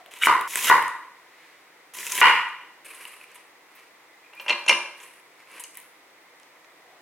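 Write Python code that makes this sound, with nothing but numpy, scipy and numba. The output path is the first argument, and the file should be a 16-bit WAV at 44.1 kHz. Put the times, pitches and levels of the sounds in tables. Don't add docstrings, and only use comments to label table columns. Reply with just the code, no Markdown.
import sys
import numpy as np
from scipy import signal
from scipy.fft import rfft, irfft, next_fast_len
from scipy.io import wavfile
from scipy.ndimage import uniform_filter1d, minimum_filter1d
from numba import njit

SR = 44100
rng = np.random.default_rng(int(sys.argv[2]) if len(sys.argv) > 2 else 0)


def inscribe(sig):
    pcm = np.round(np.clip(np.atleast_2d(sig).T, -1, 1) * 32767)
    wavfile.write(sys.argv[1], SR, pcm.astype(np.int16))


def boost(x):
    u = np.asarray(x, float) / 20
    return 10 ** u


N = 309141

# centre in Hz, width in Hz, level in dB.
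BODY = [(982, 63, 8), (2070, 1020, 3), (3200, 800, 1.5), (390, 170, -4.5), (3780, 430, -6.5)]


def shaped(x, points):
    hz, db = np.transpose(points)
    size = next_fast_len(x.shape[-1])
    log_hz = np.log(np.fft.rfftfreq(size, 1 / SR) + 1)
    gain = boost(np.interp(log_hz, np.log(hz), db))
    return irfft(rfft(x, size) * gain, size)[..., :x.shape[-1]]


def unit(x):
    return x / np.sqrt(np.mean(x ** 2))


def resonate(x, modes):
    out = 0
    for k, (hz, width, db) in enumerate(modes):
        b, a = signal.iirpeak(hz, hz / width, SR)
        out = out + (-1) ** k * boost(db) * signal.lfilter(b, a, x)
    return out


def scatter(modes, db):
    return [(hz, width, d + db * c) for (hz, width, d), c in zip(modes, rng.standard_normal(len(modes)))]


def blow(contact_s):
    t = np.arange(4096) / SR / contact_s
    return t * np.exp(-t)


def add(track, s, sound, peak_db):
    i = int(s * SR)
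    track[i:i + len(sound)] += (boost(peak_db) * sound / np.abs(sound).max())[:N - i]


def play(sound, times_s, levels_db):
    t = np.arange(N) / SR
    gate = uniform_filter1d(1. * (t > times_s[0]) * (t < times_s[-1]), size=128)
    return unit(sound) * gate * boost(np.interp(t, times_s, levels_db))


def swell(sound, start, fullest, end, db, edge_db):
    return play(sound, [start, fullest, end], [db + edge_db, db, db + edge_db])


def stereo_noise(size, width):
    mid, side = rng.standard_normal((2, size))
    side = shaped(side, width)
    return np.array([mid + side, mid - side])


def air():
    # frequency in Hz, level in dB per Hz.
    colour = [(15, -77), (25, -44), (161, -17.5), (242, -17), (309, -5.5), (451, -8), (489, -2.5),
              (545, -8.5), (1020, -5.5), (1650, -9.5), (2000, -3), (2840, -15), (3620, -17), (4490, -21.5),
              (16000, -28.5)]
    # frequency in Hz, side minus mid in dB.
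    width = [(60, -53), (110, -44), (200, -16), (380, -14.5), (700, -6.5), (1290, -4.5), (2380, -5.5),
             (4400, 4), (8120, -1), (15000, 2)]
    return unit(shaped(stereo_noise(N, width), colour)) * boost(-54)


def room():
    # centre in Hz, t60 in seconds.
    decays = [(150, 0.78), (500, 0.5), (1000, 0.59), (2000, 0.67), (4000, 0.69), (8000, 0.55),
              (14000, 0.54)]
    # frequency in Hz, side minus mid in dB.
    width = [(60, -8), (110, -28), (200, -50), (380, -21), (700, -13.5), (1290, -10.5), (2380, -12),
             (4400, 4), (8120, 0), (15000, 3.5)]
    echo_s, echo_db = .0135, -3.5
    standing_hz, standing_t60_s, standing_db = 153.1, 0.47, -19.5
    t = np.arange(SR) / SR
    noise, tail = stereo_noise(SR, width), 0
    for hz, t60 in decays:
        band = shaped(noise, [(hz / 22.5, -40), (hz / 1.51, -3), (hz, 0), (hz * 1.3, -3), (hz * 1.5, -24)])
        tail = tail + band * boost(-60 * t / t60)
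    tail = tail + boost(standing_db - 60 * t / standing_t60_s) * np.sin(2 * np.pi * standing_hz * t)
    lump = np.exp(-(t % echo_s) / 0.002) * (t > echo_s)
    flutter = 1 + boost(echo_db + 13.5 - 60 * t / .5) * lump
    tail = tail * flutter * (1 - np.exp(-t / 0.0009))
    return tail / np.sqrt(np.mean(np.sum(tail ** 2, axis=1)))


def murmurs():
    # start, fullest and end in seconds, level in dB.
    rub = [
        (4.235, 4.25, 4.32, -52.5),
        (4.314, 4.39, 4.43, -47),
    ]
    stir = [
        (1.114, 1.45, 1.72, -55),
    ]
    distant = [
        (0.0, -0.005, 0.03, -45.5),
        (0.032, 0.085, 0.14, -54.5),
        (6.503, 6.912, 9.4, -60.5),
    ]
    noise, out = rng.standard_normal(N), 0
    for mode, rows, edge_db in (
            ((2430, 50, 0), rub, -13), ((1940, 550, 0), stir, -16), ((708, 150, 0), distant, -13)):
        sound = resonate(noise, [mode])
        out = out + sum(swell(sound, *row, edge_db) for row in rows)
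    return out


def clinks():
    # start in seconds, then peaks of ring, glaze tick and wood in dB.
    touches = [(4.333, -40, -66, -33), (4.3975, -26.5, -48, -26.5), (4.462, -29.5, -44, -20),
               (4.481, -15, -39, -22.5), (4.488, -17.5, -31, -16), (4.4946, -10, -25, -13.5),
               (4.503, -8, -41, -9.5), (4.511, -20.5, -31, -35), (4.526, -15.5, -45, -23),
               (4.6628, -27.5, -33, -19), (4.679, -11, -40, -30), (4.6837, -8.5, -15, -15.5),
               (4.6931, -4, -11.5, -3), (4.710, -8.5, -24, -10), (4.727, -12, -59, -21)]
    # centre in Hz, width in Hz, level in dB.
    bowl = [(2104, 71, -2), (2376, 26, 3.5), (2720, 79, 6), (2866, 28, 4.5), (2960, 580, -8.5),
            (4340, 47, -7.5)]
    glaze = [(3900, 240, 1), (5600, 900, -2), (6800, 560, 2), (8300, 900, -6.5), (9620, 1000, -6.5),
             (11200, 730, -11.5)]
    counter = [(215, 16.5, -6), (351, 23, -4.5), (566, 45, -2.5), (808, 112, -3.5), (1023, 130, 5),
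               (1634, 112, 11.5)]
    ring, wood, ticks = np.zeros((3, N))
    t = np.arange(4096) / SR
    spot_db, push_band = 2.5, [(2470, 3000, 0)]
    for s, ring_db, tick_db, wood_db in touches:
        grit = rng.standard_normal(4096)
        push = resonate(resonate(blow(.0012) * grit, push_band), push_band)
        add(ring, s, resonate(push, scatter(bowl, spot_db)), ring_db)
        thud = resonate(blow(0.0002), [(720, 920, 0)])
        add(wood, s, resonate(thud, counter), wood_db)
        chatter = resonate(np.exp(-t / 0.0044) * grit, [(5900, 17000, 0)])
        add(ticks, s, resonate(chatter, scatter(glaze, spot_db)), tick_db)
    return ring, wood, ticks


def snaps():
    # start in seconds, peak in dB, pitch in Hz, body in dB relative to the peak.
    cracks = [(0.0608, -43.5, 11200, 9), (0.1373, -32.5, 8400, 0.5), (0.188, -35, 10400, -11),
              (0.411, -25, 11500, 3), (0.533, -63, 6940, -16), (0.5567, -10.5, 9000, -0.5),
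              (0.825, -25.5, 10700, 3), (0.8802, -27.5, 8700, -26), (1.943, -50, 13200, -16),
              (1.9865, -26.5, 5800, -4), (2.0273, -30.5, 7800, -25), (2.0668, -18.5, 8000, -8),
              (2.1202, -13.5, 7400, -13), (2.1783, -19, 11300, 4), (2.4887, -45, 9000, -13),
              (3.052, -32, 9900, 0), (3.3168, -45, 8340, -15), (3.7524, -43, 14700, -8),
              (4.351, -46, 11200, -12), (4.64, -41, 5650, -17), (5.5145, -42, 9400, -9),
              (5.6379, -24, 7800, -18), (5.644, -38, 5400, -17), (5.7448, -40, 9500, -12),
              (5.7528, -35, 9700, -6), (5.7716, -26, 11900, -13), (5.8006, -39.5, 10200, -3),
              (6.3989, -42.5, 7840, -4), (6.432, -45, 5560, -7), (6.645, -52, 6100, 10)]
    squelches = [(0.2225, -25.5, 8300, -7), (0.247, -28, 8400, -20), (2.1485, -23, 10600, -2),
                 (2.1837, -24, 8930, 2), (2.8512, -38, 9620, -3), (2.945, -38, 9290, -5),
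                 (3.0273, -43, 10200, -14), (3.0736, -39.5, 9530, -1), (3.344, -43.5, 10600, -6),
                 (3.3538, -40, 9050, 1), (3.7554, -47, 14500, -14.5), (4.3969, -45.5, 6050, 2),
                 (4.4094, -40, 14600, 0), (4.9994, -43.5, 6760, 6), (5.0287, -43, 7460, -3),
                 (5.5952, -29.5, 9400, -4.5), (5.6044, -34.5, 10000, -12), (5.6379, -40, 6800, -10),
                 (5.776, -42, 10500, 4)]
    # start in seconds, peak in dB, pitch in Hz.
    taps = [(0.224, -18, 2950), (0.535, -25, 2150), (0.5912, -21.5, 2600), (0.632, -29, 1900),
            (0.2349, -5.5, 2240), (0.2579, -10, 2150), (1.9859, -29, 2380), (2.0298, -26.5, 1950),
            (2.0669, -24, 2620), (2.1774, -19.5, 2800), (2.1854, -20, 1940), (2.8918, -40, 2720),
            (2.9108, -35.5, 2460), (3.0094, -38, 2040), (3.053, -30, 2830), (3.0714, -39, 2120),
            (3.1363, -39, 2740), (3.2126, -37.5, 2560), (3.2412, -36, 2403), (5.6426, -35.5, 2830),
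            (5.7718, -37, 2150)]
    out = np.zeros(N)
    t = np.arange(4096) / SR
    for rows, rise, t60, width in (cracks, 0.00015, 0.0097, .6), (squelches, 0.0019, 0.06, .38):
        for s, db, hz, body_db in rows:
            burst = (1 - np.exp(-t / rise)) * boost(-60 * t / t60) * rng.standard_normal(4096)
            band = [(hz, width * hz, 0)]
            add(out, s, resonate(resonate(burst, band), band), db)
            add(out, s, resonate(burst, BODY), db + body_db)
    for s, db, hz in taps:
        touch = resonate(blow(.00004), [(hz, 450, 0)])
        add(out, s, resonate(touch, [(hz, 300, 0), (3.0 * hz, 900, -12)]), db)
    return out


def crunch():
    # start and end in seconds, final level in dB, rise in dB, body in dB relative to the hiss.
    cuts = [
        (0.11, 0.216, -50.5, 6, 5.5),
        (0.213, .266, -24, 21, -2),
        (0.476, 0.702, -25, 14, -2),
        (1.937, 2.21, -30, 14, -2),
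    ]
    # start, fullest and end in seconds, board in dB, wet rustle in dB
    sweeps = [
        (2.846, 2.839, 2.94, -47, -2),
        (2.88, 3.006, 3.25, -44.5, -5.5),
        (3.09, 3.215, 2.6, -60, -11),
        (3.21, 3.32, 3.51, -53.5, -20),
        (3.69, 3.794, 3.89, -51.5, -14.5),
        (4.328, 4.431, 4.93, -52, -9.5),
        (4.95, 5.025, 5.21, -52, -3.5),
        (5.31, 5.408, 5.48, -53.5, -19),
        (5.471, 5.553, 5.67, -44.5, -11),
        (5.672, 5.807, 5.87, -54, -8),
    ]
    # frequency in Hz, level in dB per Hz.
    hiss_colour = [(2060, -41), (3500, -24), (5060, -3.5), (6360, 2.5), (7800, 1), (8580, -1.5),
                   (11000, 3.5), (16000, -8.5)]
    rustle_colour = [(2060, -22), (3500, 1), (4630, -31), (7040, 1), (9380, 15), (11300, 14), (13200, 3),
                     (16000, -5)]
    # centre in Hz, width in Hz, level in dB.
    finger_modes = [(530, 180, -1), (1026, 68, 10), (2200, 1180, 7), (2950, 1000, 0)]
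    spread_db, clump_db, edge_db = 1.8, 1.6, -14
    cell = np.minimum(rng.exponential(size=N // 24 + 1), 4).repeat(24)[:N]
    slow = uniform_filter1d(cell - cell.mean(), size=400)
    clumps = unit(uniform_filter1d(slow, size=400))
    grain = boost(spread_db * uniform_filter1d(cell, size=24) + clump_db * clumps)
    cells = grain * stereo_noise(N, [(2000, -39), (5000, -15), (9000, -34.0), (14000, -10)])
    hiss, body = shaped(cells, hiss_colour), resonate(cells, BODY)
    rustle, board = shaped(cells, rustle_colour), resonate(cells, finger_modes)
    out = 0
    for start, end, db, rise_db, body_db in cuts:
        for layer, top_db in (hiss, db), (body, db + body_db):
            out = out + play(layer, [start, end], [top_db - rise_db, top_db])
    for start, fullest, end, db, wet_db in sweeps:
        for layer, top_db in (board, db), (rustle, db + wet_db):
            out = out + swell(layer, start, fullest, end, top_db, edge_db)
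    return out


def skids():
    # start, fullest and end in seconds, level in dB.
    slides = [
        (.214, .222, .275, -24),
        (.662, .687, .705, -21),
    ]
    # centre in Hz, width in Hz, level in dB.
    modes = [(1400, 250, 6), (2150, 240, -1.5), (2950, 260, -0.5), (3830, 370, -6.5)]
    rasp = resonate(resonate(rng.standard_normal(N), modes), [(2500, 1200, 0)])
    return sum(swell(rasp, *row, -10.5) for row in slides)


def knocks():
    # start in seconds, peak in dB, contact brightness in dB per octave,
    # top of the knock in Hz, boost of the modes heard near the edge in dB.
    landings = [
        (0.2694, -5.5, -5.5, 2680, 5),
        (0.5572, -34.5, -11, 3300, -9),
        (0.6977, -3.5, -3.5, 2260, 1),
        (0.888, -44, -21, 2310, -1),
        (2.2141, 3, 1.5, 3140, 2.5),
    ]
    # centre in Hz, width in Hz, level in dB.
    board = [(90, 16, -72), (144.6, 4.1, -30.5), (318, 105, -20.5), (485, 124, -19.5), (718, 290, -21.5),
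             (946.5, 82, -1), (1039, 94, 0), (1192, 120, -9.5), (1457, 62, -5), (1950, 196, -5),
             (2417, 64, -9), (2845, 124, -4.5), (3890, 1330, -24.5)]
    out = np.zeros(N)
    for s, db, tilt_db, top_hz, edge_db in landings:
        modes = []
        for hz, width, level_db in scatter(board, 1.0):
            level_db += tilt_db * np.log2(max(hz, 900) / 1500)
            level_db += edge_db * (1100 < hz < 1600)
            modes.append((hz, width, level_db))
        soft = signal.butter(5, top_hz, fs=SR, output="sos")
        add(out, s, signal.sosfilt(soft, resonate(blow(.00003), modes)), db)
        add(out, s, resonate(blow(.00003), [(4930, 15000, 0)]), db - 11.0)
    return out


def scene():
    shots_s = [
        0,
        .481,
        2.846,
        7.02,
    ]
    fade_s = .003
    hits, rasp, small = knocks(), skids(), snaps() + crunch() + murmurs()
    bowl, wood, ticks = clinks()
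    direct = boost(3.5) * hits + rasp + bowl + boost(-9) * wood + ticks + small
    far = boost(12.5) * hits + rasp + boost(-6) * bowl + boost(-3.5) * wood
    far = far + boost(-5) * ticks + boost(-5) * small.mean(axis=0)
    out = air()
    for a, b in zip(shots_s, shots_s[1:]):
        shot = slice(int(a * SR), min(int(b * SR), N))
        size = shot.stop - shot.start
        fade = np.minimum(1, np.arange(size)[::-1] / SR / fade_s)
        ring = signal.fftconvolve(far[None, shot], room(), axes=1)[:, :size]
        out[:, shot] += fade * (direct[:, shot] + ring)
    return out


@njit
def recover(gain, step):
    out, g = np.empty(len(gain)), 1.
    for i in range(len(gain)):
        g = min(gain[i], g + (1 - g) * step)
        out[i] = g
    return out


def low_pass(x):
    return signal.sosfilt(signal.butter(12, 16960, fs=SR, output="sos"), x)


def record(dry):
    ceiling, release_s, top_hz = boost(-1.5), 0.012, 16150
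    need = np.minimum(1, ceiling / (np.abs(dry).max(axis=0) + 1e-9))
    ahead = minimum_filter1d(need, size=257)
    gain = uniform_filter1d(recover(ahead, 1 / (release_s * SR)), size=129)
    lowpass = signal.ellip(8, .2, 60, top_hz, fs=SR, output="sos")
    heard = signal.sosfilt(lowpass, dry * gain)
    return low_pass(heard)


dry = scene()
out = record(dry)
inscribe(out)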